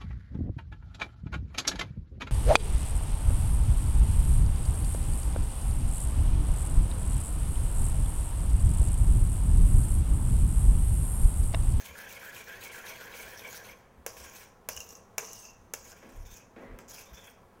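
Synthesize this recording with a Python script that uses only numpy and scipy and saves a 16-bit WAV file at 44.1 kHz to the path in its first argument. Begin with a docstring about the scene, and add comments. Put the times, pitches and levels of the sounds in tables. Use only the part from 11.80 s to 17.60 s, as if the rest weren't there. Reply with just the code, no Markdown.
"""A spoon stirs thick cream in a steel bowl held against the body, close to a lapel microphone.
Rubbing noise drives the resonances of the bowl: fast circles first, then slow scrapes round the wall,
many begun by a clink, a noisy blow with rebounds. Later the bowl is turned on the steel counter.
A tiled kitchen answers with sparse echoes; cloth and arm push the microphone with low tones; behind
them lies a low ventilation murmur of coloured noise."""
import sys
import numpy as np
from scipy import signal
from scipy.fft import rfft, irfft, next_fast_len
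from scipy.io import wavfile
from scipy.ndimage import uniform_filter1d

SR = 44100
rng = np.random.default_rng(int(sys.argv[2]) if len(sys.argv) > 2 else 0)


def generate_wav(signal):
    """Clip the signal to [-1, 1] and save it as 16-bit WAV at the path in sys.argv[1]."""
    frames = np.transpose(np.atleast_2d(signal))
    scaled = np.clip(frames, -1, 1) * 32767
    pcm = np.round(scaled).astype(np.int16)
    wavfile.write(sys.argv[1], SR, pcm)


def voltage_ratio(level):
    """Linear amplitude factor for a level in decibels (scalar or array-like)."""
    return 10 ** (np.asarray(level, float) / 20)


N = 255767


def evened(x):
    """Scales to an rms of 1."""
    return x / np.sqrt(np.mean(x ** 2) + 1e-20)


def read(points, hz):
    """Reads a table on a log-frequency axis."""
    f, value = np.transpose(points)
    return np.interp(np.log(hz + 1), np.log(f + 1), value)


def coloured(x, points):
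    """Filters by a spectrum in dB."""
    size = next_fast_len(len(x))
    gain = voltage_ratio(read(points, np.fft.rfftfreq(size, 1 / SR)))
    return irfft(rfft(x, size) * gain, size)[:len(x)]


def resonate(x, hz, width):
    """A causal two-stage resonance of gain 1 that may glide: shift down, smooth twice, shift back."""
    turn = np.exp(2j * np.pi * np.cumsum(hz * np.ones(len(x))) / SR)
    r = np.exp(-np.pi * width / SR)
    smooth = signal.lfilter([(1 - r) ** 2], [1, -2 * r, r * r], x / turn)
    return 2 * (turn * smooth).real


def rung(x, modes, damping=0.93):
    """Sum of a group of resonances, neighbours in opposite phase; damping scales their widths."""
    return sum((-1) ** k * voltage_ratio(db) * resonate(x, hz, width * damping)
               for k, (hz, width, db) in enumerate(modes))


def wander(span):
    """Slow chance, changing over about span samples."""
    return evened(uniform_filter1d(uniform_filter1d(rng.standard_normal(N), span), span))


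def follow(rows):
    """Columns of a table of curves at every sample."""
    s, *columns = np.vstack(rows).T
    return [np.interp(np.arange(N) / SR, s, c) for c in columns]


def held(rows, column):
    """A column that keeps its value until the next row."""
    table = np.array(rows)
    row = np.searchsorted(table[:, 0], np.arange(N) / SR) - 1
    return table[np.maximum(row, 0), column]


def strokes(rows, column, fall_db_per_s):
    """Each row bites within 5 ms, holds from start to end and falls away."""
    t, out = np.arange(SR) / SR, np.zeros(N + SR)
    for row in rows:
        start, end = row[:2]
        fall = voltage_ratio(row[column] - fall_db_per_s * np.maximum(t - (end - start), 0))
        out[round(start * SR):][:SR] += np.minimum(t / 0.005, 1) * fall
    return out[:N]


# Slow scrapes round the wall, close to the microphone:
# (start [s], end [s], hiss level [dB], wall ring level [dB], belly ring level [dB])
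SCRAPES = [(2.265, 2.355, -59.5, -60.5, -73), (2.365, 2.635, -56.5, -59.5, -57.5),
           (2.889, 3.0, -58, -55, -84), (3.003, 3.16, -60, -61, -89), (3.382, 3.66, -56.5, -52.5, -83),
           (3.938, 4.03, -61.5, -59, -69), (4.04, 4.11, -59, -56.5, -65.5), (4.16, 4.27, -71.5, -70, -64.5),
           (4.285, 4.42, -68, -68.5, -70), (4.45, 4.59, -64, -63, -65), (4.78, 4.85, -79, -75, -87),
           (4.987, 5.0, -71, -60, -68), (5.078, 5.11, -52.5, -51, -71), (5.13, 5.21, -55.5, -53, -61),
           (5.25, 5.31, -67.5, -77, -68.5), (5.33, 5.495, -63, -63.5, -60)]


def scraping():
    """The spoon edge hisses and drives the wall, belly and body of the bowl by friction."""
    hiss_fall, wall_fall, belly_fall = 331, 274, 206  # dB per s after each scrape
    hiss_db, belly_db, circle_hz = circling()
    fast = np.arange(N) / SR < CIRCLES[-1][0]
    edge = friction(slips_per_s=180, spread_db=4.0, share=0.26, judder_db=2.03)
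    drag = friction(slips_per_s=190, spread_db=2.5, share=0.23, judder_db=2.5)
    after_clink = chatter()

    uneven = voltage_ratio(1.6 * wander(900))
    hiss_level = voltage_ratio(hiss_db) + uneven * strokes(SCRAPES, column=2, fall_db_per_s=hiss_fall)
    # in the circles the wall ring follows the hiss only in part
    wall_level = fast * voltage_ratio(-58 + 0.73 * (hiss_db + 52)) + voltage_ratio(-22.5) * after_clink
    wall_level += strokes(SCRAPES, column=3, fall_db_per_s=wall_fall)
    belly_level = voltage_ratio(belly_db - 5) + voltage_ratio(-27.5) * after_clink
    belly_level += strokes(SCRAPES, column=4, fall_db_per_s=belly_fall)

    return (hiss_level * edge_hiss(edge, fast) + wall_level * wall_ring(edge, fast)
            + belly_level * belly_ring(drag) + touched_patch(drag, belly_db, circle_hz, fast, belly_fall)
            + body_drone(drag, hiss_db, fast))


def friction(slips_per_s, spread_db, share, judder_db):
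    """Smooth rubbing noise roughened by tiny slips and a judder of the hand."""
    slips = voltage_ratio(spread_db * np.minimum(rng.exponential(1, N), 4)) * (rng.random(N) < slips_per_s / SR)
    puffs = signal.oaconvolve(slips, np.exp(-np.arange(400) / (0.00058 * SR)))[:N]
    return (1 + share * evened(puffs)) * voltage_ratio(judder_db * wander(500)) * rng.standard_normal(N)


# Fast circles in the bowl, the last row closing the series; far and near are sides of the bowl:
# (start [s], belly far [dB], belly near [dB], hiss far [dB], hiss near [dB],
#  edge lift between the sides [dB re their mean]); BITE and CIRCLE shape these levels
CIRCLES = [(-.23, -50, -47, -52, -42, -12), (0.031, -46.5, -44.5, -47, -47.5, -25),
           (0.288, -43, -45, -47.5, -48, -20), (0.547, -41, -44.5, -47, -50.5, -18),
           (0.813, -41, -43.5, -47, -46, -22), (1.064, -41.5, -46.5, -45, -48.5, -18),
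           (1.323, -42, -45, -49, -48.5, -7), (1.592, -44, -47, -50.5, -48, -11.5),
           (1.847, -44, -60, -51.5, -69.5, -4), (2.05, -89, -71, -92, -90, -8)]
# The path round one circle, down from the rim:
# (part of the turn [0-1], belly ring offset [dB], pitch of the touched patch [Hz])
CIRCLE = [(0, -3.5, 4290), (.08, -4, 2420), (.27, -2.5, 2136), (0.441, -5.5, 2440), (.5, -3.5, 1535),
          (.68, -1, 1620), (0.997, -6, 1680)]
# The edge bites twice a circle: (part of the turn [0-1], hiss offset [dB])
BITE = [(0, -5.5), (.09, -3.5), (.22, -5.5), (.34, 6.5), (.48, -6), (.66, -4.5), (.8, -8), (.91, -13.5)]


def circling():
    """Hiss, belly level and pitch of the touched patch, every circle along the same path."""
    edge, path = [], []
    for row, (end, *_) in zip(CIRCLES, CIRCLES[1:]):
        s, far_db, near_db, far_hiss_db, near_hiss_db, lift_db = row
        for part, db, hz in CIRCLE:
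            side_db = far_db if part < .47 else near_db
            path.append((s + part * (end - s), db + side_db, hz))
        # three points on the far side, one where the edge lifts, the rest on the near side
        lifted_db = (far_hiss_db + near_hiss_db) / 2 + lift_db
        sides = [far_hiss_db] * 3 + [lifted_db] + [near_hiss_db] * len(BITE)
        edge += [(s + part * (end - s), db + side_db) for (part, db), side_db in zip(BITE, sides)]
    end = CIRCLES[-1][0]
    edge.append((end + 0.091, -120))
    path += [(end + 0.02, -71, 1690), (end + 0.51, -90, 1650)]
    return follow(edge) + follow(path)


# Colour of the edge on steel: (frequency [Hz], spectral level [dB])
HISS = [(2120, 1.5), (3600, 2), (4290, 3.5), (6310, -7.5), (8100, 1.5), (13900, 3.5), (15700, 4.5),
        (16400, -52)]


def edge_hiss(edge, fast):
    """Edge noise in shifting colours, with grit that is fainter in the fast circles."""
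    return patchy(coloured(edge, HISS)) + voltage_ratio(-5 - 6.5 * fast) * grit()


def patchy(x):
    """The colour of the hiss shifts in patches as the edge moves."""
    z = signal.stft(x, nperseg=256)[2]
    chance = rng.standard_normal(z.shape[::-1]).T
    patches = evened(uniform_filter1d(uniform_filter1d(chance, size=10, axis=0), size=12, axis=1))
    return evened(signal.istft(z * voltage_ratio(2.5 * patches), nperseg=256)[1][:N])


def grit():
    """Grains caught under the edge: tiny high ticks on ten pitches, 76 a second in all."""
    t, out = np.arange(200) / SR, np.zeros(N)
    for hz in np.geomspace(5500, 14800, num=10):
        size = voltage_ratio(2.1 * np.minimum(rng.exponential(1, N), 2.5)) * (rng.random(N) < 76 / 10 / SR)
        tick = t * np.exp(-t / .0005) * np.sin(2 * np.pi * hz * t)
        out += signal.oaconvolve(size, tick)[:N]
    return evened(out)


# Wall resonances: (frequency [Hz], width before damping [Hz], level [dB])
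WALL = [(5250, 370, -7.5), (5763, 390, 1), (6227, 240, 2), (6655, 410, -0.5), (7490, 560, -11)]


def wall_ring(edge, fast):
    """The moving spoon drives now one wall resonance, now another; fast circles swish the cream."""
    wall = sum(voltage_ratio(db + 3.76 * wander(1800)) * resonate(edge, hz, width * 2.38)
               for hz, width, db in WALL)
    swish = evened(resonate(edge, 4640, 2700))
    return evened(wall) + fast * voltage_ratio(-8) * swish


# Short squeaks of steel under the spoon, each round its own pitch:
# (start [s], end [s], level [dB], pitch [Hz])
SQUEAKS = [(2.91, 2.95, -62, 2870), (2.96, 2.98, -53, 2910), (3.05, 3.2, -75.5, 2720),
           (3.44, 3.57, -64, 2850), (3.62, 3.7, -63, 2684), (4.11, 4.15, -65, 1470),
           (4.45, 4.53, -68, 3630), (4.55, 4.59, -67.5, 2550), (4.82, 4.9, -67, 2000),
           (5.125, 5.15, -60, 3280), (5.155, 5.21, -68, 2600), (5.255, 5.3, -71, 3620),
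           (5.335, 5.43, -62.5, 3520), (5.44, 5.465, -67, 3400)]


def touched_patch(drag, belly_db, circle_hz, fast, fall_db_per_s):
    """The touched patch sings: gliding in the circles, round a held pitch in each squeak."""
    t = np.arange(N) / SR
    rim_db = -5.5 * np.log2(np.maximum(circle_hz / 2300, 1))  # weaker toward the rim's high pitch
    level = voltage_ratio(belly_db - 4 + rim_db) + strokes(SQUEAKS, column=2, fall_db_per_s=fall_db_per_s)
    touch_hz = np.where(t < SQUEAKS[0][0], circle_hz, held(SQUEAKS, column=3))
    touch_hz = touch_hz * (1 + np.where(fast, .04, .012) * wander(400))
    creamy = evened(resonate(drag, touch_hz, 240))
    bare = evened(resonate(drag, touch_hz, 150))
    # cream damps the patch less while the spoon runs over bare steel
    return level * np.where((t < 2.3) | (t > 4.0), creamy, bare)


# Belly resonances, damped by cream: (frequency [Hz], width before damping [Hz], level [dB])
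BELLY = [(1525, 590, 6.5), (2363, 595, 5), (2686, 330, 1), (3190, 670, 1)]


def belly_ring(drag):
    """The dragging spoon drives the broad resonances of the cream-filled belly."""
    return evened(rung(drag, BELLY))


# The whole bowl droning under the stirring: (time [s], level before pulsing [dB])
DRONE = [(0, -57), (1.92, -53), (2.15, -72), (2.26, -59), (2.27, -52), (2.88, -69.5), (2.9, -53),
         (3.375, -66.5), (3.39, -47.5), (3.55, -64), (3.93, -69), (3.95, -57.5), (4.72, -70.5), (4.8, -59),
         (5.8, -65.5)]
# Body resonances, damped by cream: (frequency [Hz], width before damping [Hz], level [dB])
BODY = [(294, 84, -7), (493, 99, 5), (672, 38.6, 3.5), (733, 120, -8.5), (1076, 226, 1)]


def body_drone(drag, hiss_db, fast):
    """The low body resonances drone under the drag, pulsing a little with the fast circles."""
    body_db, = follow(DRONE)
    pulse_db = fast * 0.18 * np.maximum(hiss_db + 53.5, -15)
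    return voltage_ratio(body_db + pulse_db) * evened(rung(drag, BODY, 2.0))


# Spoon against steel, close to the microphone: (time [s], wall ring peak [dB],
# body [dB re wall peak], belly [dB re wall peak], bright tick [dB re wall peak])
CLINKS = [(2.263, -26.5, -1, -3, 10), (2.8873, -23.5, -4, -4.5, 10.5), (2.9645, -35, -24, -15, 8.5),
          (2.9728, -28, -27, -7.5, -14), (3.0032, -28, -39, -9.5, 2), (3.0895, -38, -30, -20, 3),
          (3.1046, -38, -18, -16, -8), (3.1515, -37.5, -27, -20, -11), (3.3803, -18.5, -6.5, -4.5, 5.5),
          (3.5306, -32.5, -35, -36, 5.5), (3.6513, -38.5, -13, -14, -10), (3.9361, -24, -7, -5.5, 8.5),
          (4.1172, -37, -14, -14, -11), (4.9875, -45.5, 2, 3, 12)]


def clinks():
    """A blow with fast rebounds; each part of the bowl rings and is soon choked by the cream."""
    t, out = np.arange(SR // 4) / SR, np.zeros(N + SR)
    rebounds = [(.0008, -9), (.0015, -5), (.0031, -1)]  # (delay [s], level [dB])
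    bounces = sum(voltage_ratio(db - 60 * (t - s) / 0.0008) * (t >= s) for s, db in rebounds)
    rattle = voltage_ratio(-22.5 - 60 * t / 0.1) * (t > .001)
    noises = rng.standard_normal((len(CLINKS), len(t)))
    for (s, peak_db, body_db, belly_db, tick_db), noise in zip(CLINKS, noises):
        blow = noise * (bounces + rattle)
        blow[round(.0009 * SR)] += 2.5  # metal on metal: one hard spike
        wall = rung(blow, WALL, 2.2)
        tick = resonate(blow, 12300, 9700)
        # the less a clink moves the body, the clearer the 2780 Hz patch rings
        belly = voltage_ratio(-3.5 - body_db) * resonate(blow, 2780, 135) + rung(blow, BELLY, 0.95)
        body = rung(blow, BODY[1:], 3.17) + .5 * resonate(blow, 560, 2300)
        parts = (wall, 0), (body, body_db), (belly, belly_db), (tick, tick_db)
        out[round(s * SR):][:len(t)] += sum(voltage_ratio(peak_db + db) * p / abs(p).max() for p, db in parts)
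    return out[:N]


def chatter():
    """After a clink the spoon chatters on the steel, more the harder the clink moved the body."""
    rows = [(s, s, peak_db + body_db) for s, peak_db, body_db, *_ in CLINKS]
    return strokes(rows, column=2, fall_db_per_s=220)


# The bowl turned on the counter: (time [s], level [dB], length of the grind [s])
TURNS = [(4.225, -52.5, 0.11), (4.761, -48.5, 0.21)]
# Counter resonances: (frequency [Hz], width before damping [Hz], level [dB])
COUNTER = [(171, 74, -5.5), (259, 78, 3), (322, 64, -1), (480, 350, -4), (755, 420, -13.5),
           (1610, 1500, -14.5)]


def turning():
    """The foot of the bowl knocks the counter and grinds round on it, ringing the steel."""
    t, out = np.arange(SR // 2) / SR, np.zeros(N + SR)
    for (s, level_db, length), noise in zip(TURNS, rng.standard_normal((len(TURNS), len(t)))):
        knock = 1 + voltage_ratio(-60 * t / 0.1)
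        grind = noise * np.minimum(t / 0.00083, 1) * knock * voltage_ratio(-6 * (t / length) ** 2)
        ring = rung(grind, COUNTER) / np.std(rung(noise, COUNTER))
        out[round(s * SR):][:len(t)] += voltage_ratio(level_db) * ring
    return out[:N]


# Reverberation of the tiled kitchen: (frequency [Hz], time to fall 60 dB [s])
KITCHEN = [(250, 0.14), (1000, 0.75), (3500, 0.33), (6200, 0.62), (9000, 0.27), (15000, 0.085)]


def kitchen(x):
    """Sparse echoes of random sign, each band dying at its own speed."""
    taps = np.zeros(SR)
    at = np.arange(300, SR - 20, 20)
    taps[at + rng.integers(0, 20, at.shape)] = rng.choice([-1., 1.], at.shape)
    hz, t, z = signal.stft(taps, SR, nperseg=256)
    fading = z * voltage_ratio(-60 * t / read(KITCHEN, hz)[:, None])
    tail = signal.istft(fading, SR, nperseg=256)[1]
    return signal.fftconvolve(x, tail / np.linalg.norm(tail))[:N]


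# Cloth and arm movement pushing the microphone:
# (time [s], level of the lowest partial [dB], its frequency [Hz], half length [s])
RUMBLE = [(0.114, -48, 71.3, 0.019), (1.45, -53, 45, 0.016), (2.212, -51, 69.6, 0.02),
          (2.427, -52.5, 66.3, 0.03), (2.986, -47.5, 65, 0.013), (4.403, -37, 30.3, 0.031),
          (4.463, -44, 44.6, 0.014), (4.527, -46, 29.8, 0.016), (4.931, -41, 38, 0.022),
          (5.336, -43, 55, 0.012)]
# Colour of the steady rumble at the microphone: (frequency [Hz], spectral level [dB])
RUMBLE_COLOUR = [(12, -9), (28, -3.5), (60, -6), (110, -5), (160, -36), (300, -41)]


def rumble():
    """Soft low pushes of three partials over a lumpy, steady rumble."""
    t, pushes = np.arange(N) / SR, np.zeros(N)
    for (s, db, hz, length), turn in zip(RUMBLE, rng.random(len(RUMBLE))):
        swell = np.exp(-.5 * ((t - s) / length) ** 2)
        tone = sum(np.sin(2 * np.pi * k * (hz * t + turn)) / k ** 1.19 for k in (1, 2.3, 3.4))
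        pushes += voltage_ratio(db) * swell * tone
    lumpy_db = -64 + 1.1 * wander(3000)
    return pushes + voltage_ratio(lumpy_db) * evened(coloured(rng.standard_normal(N), RUMBLE_COLOUR))


# Colour of the ventilation murmur in the room: (frequency [Hz], spectral level [dB])
AIR = [(59, -27), (100, -11), (185, -9), (308, -16), (991, -17.5), (1150, -23.5), (1250, -21), (1830, -27),
       (4000, -40.5), (16000, -50)]


def room_air():
    """Low ventilation murmur: steady coloured noise at -59 dB rms."""
    return voltage_ratio(-59) * evened(coloured(rng.standard_normal(N), AIR))


def scene():
    """Bowl, its echoes, microphone rumble and room air."""
    rubbed, struck = scraping() + turning(), clinks()
    echoes = kitchen(voltage_ratio(-12) * rubbed + voltage_ratio(-15.5) * struck)
    return (rubbed + struck + echoes + rumble() + room_air())[None]


def top_cut(x):
    """Nothing passes above the cut-off."""
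    return signal.sosfilt(signal.butter(12, 17100, fs=SR, output="sos"), x)


# Centres of the narrow notches in the microphone signal: (frequency [Hz])
NOTCH_HZ = np.r_[150, 300:5400:300, 5400:16000:600]


def record(dry):
    """A comb of narrow causal notches, then a band limit near 16 kHz."""
    size = next_fast_len(N)
    hz = np.fft.rfftfreq(size, 1 / SR)
    gain = voltage_ratio(-25 * np.clip((hz - 15900) / 150, 0, 1)) + 0j
    for notch_hz in NOTCH_HZ:
        offset = 1j * (hz - notch_hz)
        gain *= (1.1 + offset) / (15.0 + offset)
    mix = irfft(rfft(dry, size) * gain, size)[:, :N]
    return top_cut(mix)


dry = scene()
out = record(dry)
generate_wav(out)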